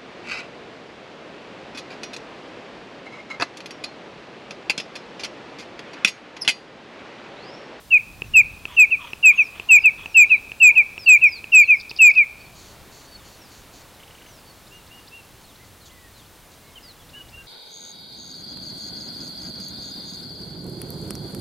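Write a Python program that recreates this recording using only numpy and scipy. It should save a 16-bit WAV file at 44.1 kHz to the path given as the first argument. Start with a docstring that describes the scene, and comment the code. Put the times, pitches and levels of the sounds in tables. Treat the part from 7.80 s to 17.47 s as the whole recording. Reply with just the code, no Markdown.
"""In the bush, a bustard calls from a rock: a dry tongue click rings its mouth cavity, then its syrinx
sounds a loud falling pipe, soon doubled by a shorter one. The pipes scatter back from the scrub and
overload the microphone, which adds gritty overtones. Far off, small birds whistle and chip (gliding
tones) and rasp and squawk (bursts of coloured noise), over a faint breeze and a steady hiss."""
import sys
import numpy as np
from scipy import signal
from scipy.fft import rfft, irfft, next_fast_len
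from scipy.io import wavfile
from scipy.ndimage import map_coordinates

SR = 44100
rng = np.random.default_rng(int(sys.argv[2]) if len(sys.argv) > 2 else 0)


def store_pcm(level_fs):
    """Save levels as 16-bit WAV."""
    pcm = np.round(np.clip(level_fs, -1, 1) * 32767).astype(np.int16)
    wavfile.write(sys.argv[1], SR, np.atleast_2d(pcm).T)


N = 426447


def bustard_pipes():
    """Self-sustained oscillation of the syrinx: falling pipes that sink and lengthen through the bout."""
    # Main pipes. Each row: start in seconds, level in dB, closing flick in dB relative to that level.
    pipes = [(.103, -4, -37.5), (.534, -0.73, -34), (0.963, -1.36, -24.5), (1.425, -0.5, -25),
             (1.885, 0.5, -9), (2.341, 0, -13), (2.798, 0, -10), (3.257, -.5, -12), (3.716, -.5, -10),
             (4.184, -.5, -10.5)]
    # Shorter pipes that follow. Each row: start in seconds, level in dB.
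    after_pipes = [(1.104, -11), (1.572, -7.5), (2.033, -4.5), (2.493, -6), (2.950, -5), (3.409, -5),
                   (3.873, -5.5), (4.349, -6)]
    # The course of each kind of pipe. Each row: share of its length, pitch ratio, relative level in dB.
    pipe_shape = [(0, 1.165, -6), (.06, 1.12, -3.5), (.14, 1.08, -2), (.32, 1.032, -.7), (.5, 1, -.3),
                  (.72, .968, -3), (.85, .94, -5), (.95, .878, -12.5)]
    after_shape = [(0, 1.13, -27.5), (.2, 1.062, -7.5), (.42, 1.015, 1), (.78, .948, -2), (.97, .892, -11),
                   (1.15, .875, -28)]
    waver, rasp_rad = .004, .025
    out = np.zeros(N)
    for s, db, flick_db in pipes:
        length, hz = .08 + .0116 * s, 2538.2 - 12.8 * s
        hook = np.interp(flick_db, [-28, -12], [.87, 1])  # a stronger flick hooks the pitch higher
        flick = [(1.02, hook, flick_db), (1.07, hook, flick_db - 7.5)]
        pipe = syrinx(pipe_shape + flick, length, hz, waver, rasp_rad * amp(db), overtone=.022)
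        pressure = np.minimum(np.arange(len(pipe)) / SR / .04, 1)  # the bird's air builds over 40 ms
        add(out, s, amp(db) * outdoors(pressure * pipe, near_db=-20, far_db=-30.5))
    for s, db in after_pipes:
        length, hz = .042 + .01 * s, 2597 - 35.1 * s
        pipe = syrinx(after_shape, length, hz, waver, 1.9 * rasp_rad * amp(db), overtone=.008)
        add(out, s, amp(db) * outdoors(pipe, near_db=-19.5, far_db=-27.5))
    return out


def syrinx(shape, length, hz, waver, rasp=0, overtone=0):
    """Frequency modulation: a glide, roughened mid-note by phase jitter; a third harmonic as it dies."""
    share, ratio, db = np.transpose(shape)
    u = share[-1] * progress(length * share[-1])
    pitch = hz * np.interp(u, share, ratio) * (1 + waver * wobble(300, len(u)))
    jitter = rasp * np.exp(-((u - .39) / .17) ** 2) * wobble(2200, len(u))
    phase = 2 * np.pi * np.cumsum(pitch) / SR + jitter
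    dying = np.exp(-((u - .93) / .06) ** 2)
    envelope = signal.windows.tukey(len(u), .1) * amp(np.interp(u, share, db))
    return envelope * (np.sin(phase) + overtone * dying * np.sin(3 * phase))


def bustard_clicks():
    """Impulse excitation: the tongue snaps free and rings the damped modes of mouth, throat and bill."""
    # One click ahead of each main pipe but the first. Each entry: start in seconds.
    clicks = [.420, .854, 1.333, 1.798, 2.259, 2.718, 3.179, 3.642, 4.113]
    # Throat and bill modes. Each row: frequency in Hz, relative level in dB, 60 dB decay in seconds.
    throat_modes = [(400, -17, .022), (930, -16, .012), (1300, -18, .01), (1850, -16, .012),
                    (3850, -20, .008), (4570, -27, .01), (6050, -28, .008), (7000, -30, .008)]
    mouth_hz, fade_db_per_s = 2560, 2
    out, t = np.zeros(N), progress(.98)[:SR // 16]
    attack, decay = 1 - np.exp(-t / .0004), amp(-60 * t / .012)
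    mouth = 1.8 * attack * decay * np.sin(2 * np.pi * mouth_hz * t)
    for s in clicks:
        throat = np.zeros(len(t))
        for hz, db, t60 in throat_modes:
            ring = amp(db + rng.normal(0, 2.017) - 60 * t / t60)
            throat += ring * np.sin(2 * np.pi * hz * rng.normal(1, .033) * t)
        burst = amp(-22) * decay * rng.standard_normal(len(t))
        snap = signal.lfilter([.3], [1, -.7], burst)  # one-pole low-pass
        click = outdoors(mouth + throat + snap, near_db=-19, far_db=-22)
        add(out, s, amp(-14 - fade_db_per_s * s) * click)
    return out


def outdoors(x, near_db, far_db):
    """Reverberation: the direct sound, the quick answer of near bushes and the long one of far trees."""
    bushes = amp(near_db) * scrub(x, t60=.16, delay=.013)
    trees = amp(far_db) * scrub(x, t60=.79, delay=.043)
    return np.pad(x, (0, SR - 1)) + bushes + trees


def scrub(x, t60, delay):
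    """Diffuse scattering: leaves and branches return a delayed echo that decays exponentially."""
    t = np.arange(SR) / SR
    tail = rng.standard_normal(SR) * amp(-60 * t / t60) * np.clip(t / delay - 1, 0, 1)
    return signal.fftconvolve(x, tail / np.linalg.norm(tail))


def far_whistlers():
    """Scattering and absorption: small birds echo among trees whose foliage soaks up the treble."""
    twitter = far_twitter()
    direct = amp(2.5) * far_slurs() + twitter
    leaves = amp(-6) * scrub(twitter, t60=.028, delay=.002)[:N]  # these birds sit deep inside a bush
    echo = scrub(direct, t60=.6, delay=.012)[:N]
    trees = filtered(echo, lambda hz: 1 / (1 + (hz / 4500) ** 4))
    return direct + leaves + amp(-10.5) * trees


def far_twitter():
    """Pulse trains of brief syrinx tones: a quickening run of chips, and later a soft, uneven trill."""
    # A V-shaped chip and a rising trill note. 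Each row: share of length, pitch ratio, level in dB.
    chip_shape = [(0, 1.1, -12), (.16, 1, 2.5), (.34, .75, -18), (.6, .73, -11), (.8, 1, -0.5),
                  (1, 1.28, -17)]
    trill_shape = [(0, 0.73, -4), (.3, 0.89, -5), (.5, 0.995, -7), (.75, 1.17, 3.5), (1, 1.27, -6)]
    first_gap_s, shortest_gap_s, quickening = .096, .035, .545
    out, s = np.zeros(N), 3.998
    for k in range(8):
        db = -28.5 - 1.66 * abs(k - 1)  # the second chip is the loudest
        add(out, s, amp(db) * syrinx(chip_shape, length=.018, hz=4900, waver=.011))
        s += shortest_gap_s + (first_gap_s - shortest_gap_s) * quickening ** k
    for beat in 6.197 + .036 * np.arange(9):
        s, db = rng.normal(beat, .0037), rng.normal(-47, 2)
        add(out, s, amp(db) * syrinx(trill_shape, length=.012, hz=2543, waver=.025))
    return out


def far_slurs():
    """Frequency sweeps: several small birds each slur a nearly pure tone along a contour of their own."""
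    # Clear falls, low hoots, drooping whistles and faint, gently arched whistles.
    # Each row: start in seconds, length in seconds, middle pitch in Hz, relative level in dB.
    falls = [(.902, .16, 5840, -59), (1.22, 0.16, 5900, -63.5), (1.543, .15, 5900, -52),
             (1.871, .19, 5700, -52.5), (2.23, 0.17, 5630, -60), (3.179, .13, 4850, -41.5),
             (3.448, .15, 4980, -39.5), (3.719, .16, 5033, -42), (3.85, .17, 5660, -55),
             (5.58, .11, 5300, -58.5), (6.458, 0.16, 5630, -57), (9.018, .12, 4560, -48)]
    hoots = [(.872, .07, 1020, -49.5), (1.18, .085, 1000, -48), (1.863, .13, 860, -46.5),
             (2.9, .14, 845, -51.5)]
    droops = [(8.084, 0.23, 1974, -59), (8.808, 0.34, 2120, -62), (8.954, 0.037, 3030, -42.5),
              (9.193, .044, 3340, -56), (9.34, 0.076, 1670, -54.5)]
    arched_whistles = [(2.467, .13, 3990, -53.5), (7.791, 0.066, 2080, -59), (9.56, 0.095, 1588, -57)]
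    # Arched peeps. Each row: start in seconds, middle pitch in Hz, relative level in dB.
    peeps = [(6.902, 2825, -51), (7.1, 2875, -49), (7.307, 2780, -46), (9.325, 2935, -44),
             (9.518, 2820, -45.5)]
    # Soft phrases, a fall and then an up-slur. Each row: start and length of the fall in seconds.
    phrases = [(7.633, 0.098), (8.0, 0.091), (8.328, .105)]
    # Thin, broken notes near one pitch. Each row: start and length in seconds.
    chatter = [(4.575, .11), (5.26, 0.12), (6.65, .07)]
    # Each glide: start pitch and end pitch as ratios to the middle pitch.
    fall, hoot, droop, shallow_arch = (1.14, .77), (1.3, .98), (1.02, .88), (.94, .95)
    arch, upslur, flat = (.92, .94), (.75, 1.39), (.97, .94)
    faint_falls_per_s = 1.5
    out = np.zeros(N)
    for notes, glide in (falls, fall), (hoots, hoot), (droops, droop), (arched_whistles, shallow_arch):
        for s, length, hz, db in notes:
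            add(out, s, amp(db) * whistle(length, hz, glide))
    for s, hz, db in peeps:
        add(out, s - .036, amp(db - 5) * whistle(length=.02, hz=4240, glide=upslur))  # quick lead-in
        add(out, s, amp(db) * whistle(length=.11, hz=hz, glide=arch))
    for s, length in phrases:
        add(out, s, amp(-56.5) * whistle(length, hz=3900, glide=fall))
        add(out, s + length, amp(-56.5) * whistle(length=.039, hz=3480, glide=upslur))
    for s, length in chatter:
        add(out, s, amp(-56) * whistle(length, hz=4535, glide=flat, flutter_db=7.5))
    for when, height in rng.random((int(faint_falls_per_s * N / SR), 2)):  # birds farther off
        hz = 4360 * 2 ** ((height - .5) * 1.4)  # spread over 1.4 octaves
        add(out, when * N / SR, amp(-64) * whistle(length=.15, hz=hz, glide=fall))
    return out


def whistle(length, hz, glide, flutter_db=2.5):
    """Frequency and amplitude modulation: a wavering, fluttering tone on a parabolic glide."""
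    u = progress(length)
    parabola = np.polyfit([0, .5, 1], [glide[0], 1, glide[1]], 2)
    waver_hz = 27 * wobble(200, len(u))
    pitch = hz * np.polyval(parabola, u) + waver_hz
    swell = signal.windows.tukey(len(u), .35) * amp(flutter_db * wobble(70, len(u)))
    return swell * np.sin(2 * np.pi * np.cumsum(pitch) / SR)


def far_raspers():
    """Formants: spectral peaks set thin, high rasps apart from lower, harsh squawks."""
    # The calls. Each row: start in seconds, length in seconds, relative closing level in dB.
    rasp_calls = [(4.73, .24, -50), (5.1, .2, -50.5), (5.43, 0.17, -52.5), (5.69, 0.15, -51.5),
                  (5.92, .12, -50.5), (7.6, .05, -58.5), (7.84, 0.039, -55), (8.05, 0.045, -48.5),
                  (8.37, .05, -54.5), (8.71, 0.051, -55)]
    squawk_calls = [(.87, 0.1, -48), (1.19, 0.134, -46), (1.5, .15, -49.5), (1.73, 0.13, -50.5),
                    (2.17, 0.091, -47)]
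    # Their spectra. Each row: frequency in Hz, relative level in dB.
    rasp_colour = [(2500, -17), (3700, -8), (4500, 4.5), (5100, -10), (5800, -1.5), (6300, -1), (7100, -1),
                   (8200, -17), (10500, -31)]
    squawk_colour = [(600, -32), (1150, 5), (1400, -6), (1650, -8.5), (2000, -5), (3400, 2.5), (4200, -24),
                     (7000, -35.5)]
    rasps = harsh_calls(rasp_calls, rasp_colour, rough_db=1, fade_db=7)
    squawks = harsh_calls(squawk_calls, squawk_colour, rough_db=3, fade_db=5)
    return amp(-6.5) * rasps + amp(-1.5) * squawks


def harsh_calls(calls, colour, rough_db, fade_db):
    """Amplitude-modulated noise: toneless, fluttering calls start quickly and fade into their echo."""
    envelope = np.zeros(N)
    for s, length, db in calls:
        u = progress(length)
        course_db = db + fade_db * (1 - u) + rough_db * wobble(200, len(u))
        add(envelope, s, signal.windows.tukey(len(u), .4) * amp(course_db))
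    noise = filtered(rng.standard_normal(N), lambda hz: amp(along(colour, hz)))
    voice = envelope * unit(noise)
    return voice + amp(-11.5) * scrub(voice, t60=.18, delay=.012)[:N]


def breeze():
    """Flow noise: a light breeze rumbles on the microphone and stirs the foliage, over steady hiss."""
    # Puffs at the microphone. Each row: peak time in seconds, level over the steady rumble in dB.
    gusts = [(.56, 12), (2.2, 3.5), (3.2, 1.5), (4.9, 3), (9.7, 5)]
    # The stirring of the foliage. Each row: time in seconds, relative level in dB.
    stirring = [(0, -53), (.52, -52.5), (2.2, -51), (4.3, -53.5), (4.9, -51), (7.2, -53), (8.2, -54.5),
                (9.67, -53)]
    # Spectra of the three noises. Each row: frequency in Hz, relative level in dB.
    rumble_colour = [(12, -21), (25, -5.5), (45, -1.5), (100, -2.5), (200, -10), (400, -27), (800, -57.5)]
    foliage_colour = [(100, -5), (250, 1.5), (500, -0.5), (1000, -2.5), (2000, -7.5), (4000, -9),
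                      (8000, -21.5), (16000, -41.5)]
    hiss_colour = [(500, -16), (3000, -5.5), (6000, -2.5), (10000, -2), (16000, -3.5)]
    t, gust_width_s = np.arange(N) / SR, .34
    gust_db = sum(db * np.exp(-((t - s) / gust_width_s) ** 2) for s, db in gusts)
    rumble = amp(-54.7 + gust_db + .91 * wobble(17, N)) * air(rumble_colour)
    foliage_db = np.interp(t, *np.transpose(stirring)) + 2 + .23 * wobble(5, N)
    foliage = amp(foliage_db) * air(foliage_colour)
    return rumble + foliage + amp(-54) * air(hiss_colour)


def air(colour):
    """Partial coherence: coloured stereo noise of rms 1, largely alike in both channels."""
    # Likeness of left and right. Each row: frequency in Hz, correlation from 0 to 1.
    coherence = [(60, 0.7), (150, 1), (350, 0.96), (1600, 1), (5000, 0.96), (15000, 0.59)]

    def mid_side_gains(hz):
        turn = np.arccos(np.clip(along(coherence, hz), -1, 1)) / 2
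        return amp(along(colour, hz)) * [np.cos(turn), np.sin(turn)]

    mid, side = filtered(rng.standard_normal((2, N)), mid_side_gains)
    return unit(np.array([mid + side, mid - side]))


def amp(db):
    """Decibels to amplitude ratio."""
    return 10 ** (np.asarray(db) / 20)


def unit(x):
    """Normalisation to rms 1."""
    return x / np.sqrt(np.mean(x ** 2) + 1e-20)


def along(points, hz):
    """Interpolation of (Hz, value) points on a logarithmic frequency axis."""
    knots_hz, values = np.transpose(points)
    return np.interp(np.log(hz + 1), np.log(knots_hz + 1), values)


def wobble(rate, size):
    """Spline interpolation: a smooth random curve with rate knots a second."""
    knots = rng.standard_normal(int(size * rate / SR) + 4)
    return map_coordinates(knots, [np.arange(size) * rate / SR])


def filtered(x, response):
    """Linear filtering: the spectrum of x times a frequency response."""
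    size = next_fast_len(N + SR // 2)
    hz = np.fft.rfftfreq(size, 1 / SR)
    return irfft(rfft(x, size) * response(hz), size)[..., :N]


def add(track, s, sound):
    """Superposition of a sound on a track at s seconds."""
    start = max(round(s * SR), 0)
    part = track[start:start + len(sound)]
    part += sound[:len(part)]


def progress(length):
    """Normalised time: 0 to 1 over length seconds."""
    return np.linspace(0, 1, max(int(length * SR), 16))


def scene():
    """Superposition: all the birds sound from the middle, over the stereo breeze."""
    return bustard_pipes() + bustard_clicks() + far_whistlers() + far_raspers() + breeze()


def record(dry):
    """Harmonic distortion: overload flattens the loudest pipes into gritty overtones; then a low-pass."""
    ceiling, top_hz = amp(-5), 15900
    bias = np.array([[.04], [-.03]])  # opposite lopsidedness in each channel spreads even overtones wide
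    sampled = signal.resample_poly(dry, 160, 147, axis=1)  # to 48 kHz, where the top overtones alias
    flattened = np.clip(sampled + bias, -ceiling, ceiling) - bias
    distorted = signal.resample_poly(flattened, 147, 160, axis=1)
    return filtered(distorted, lambda hz: hz < top_hz)


dry = scene()
out = record(dry)
store_pcm(out)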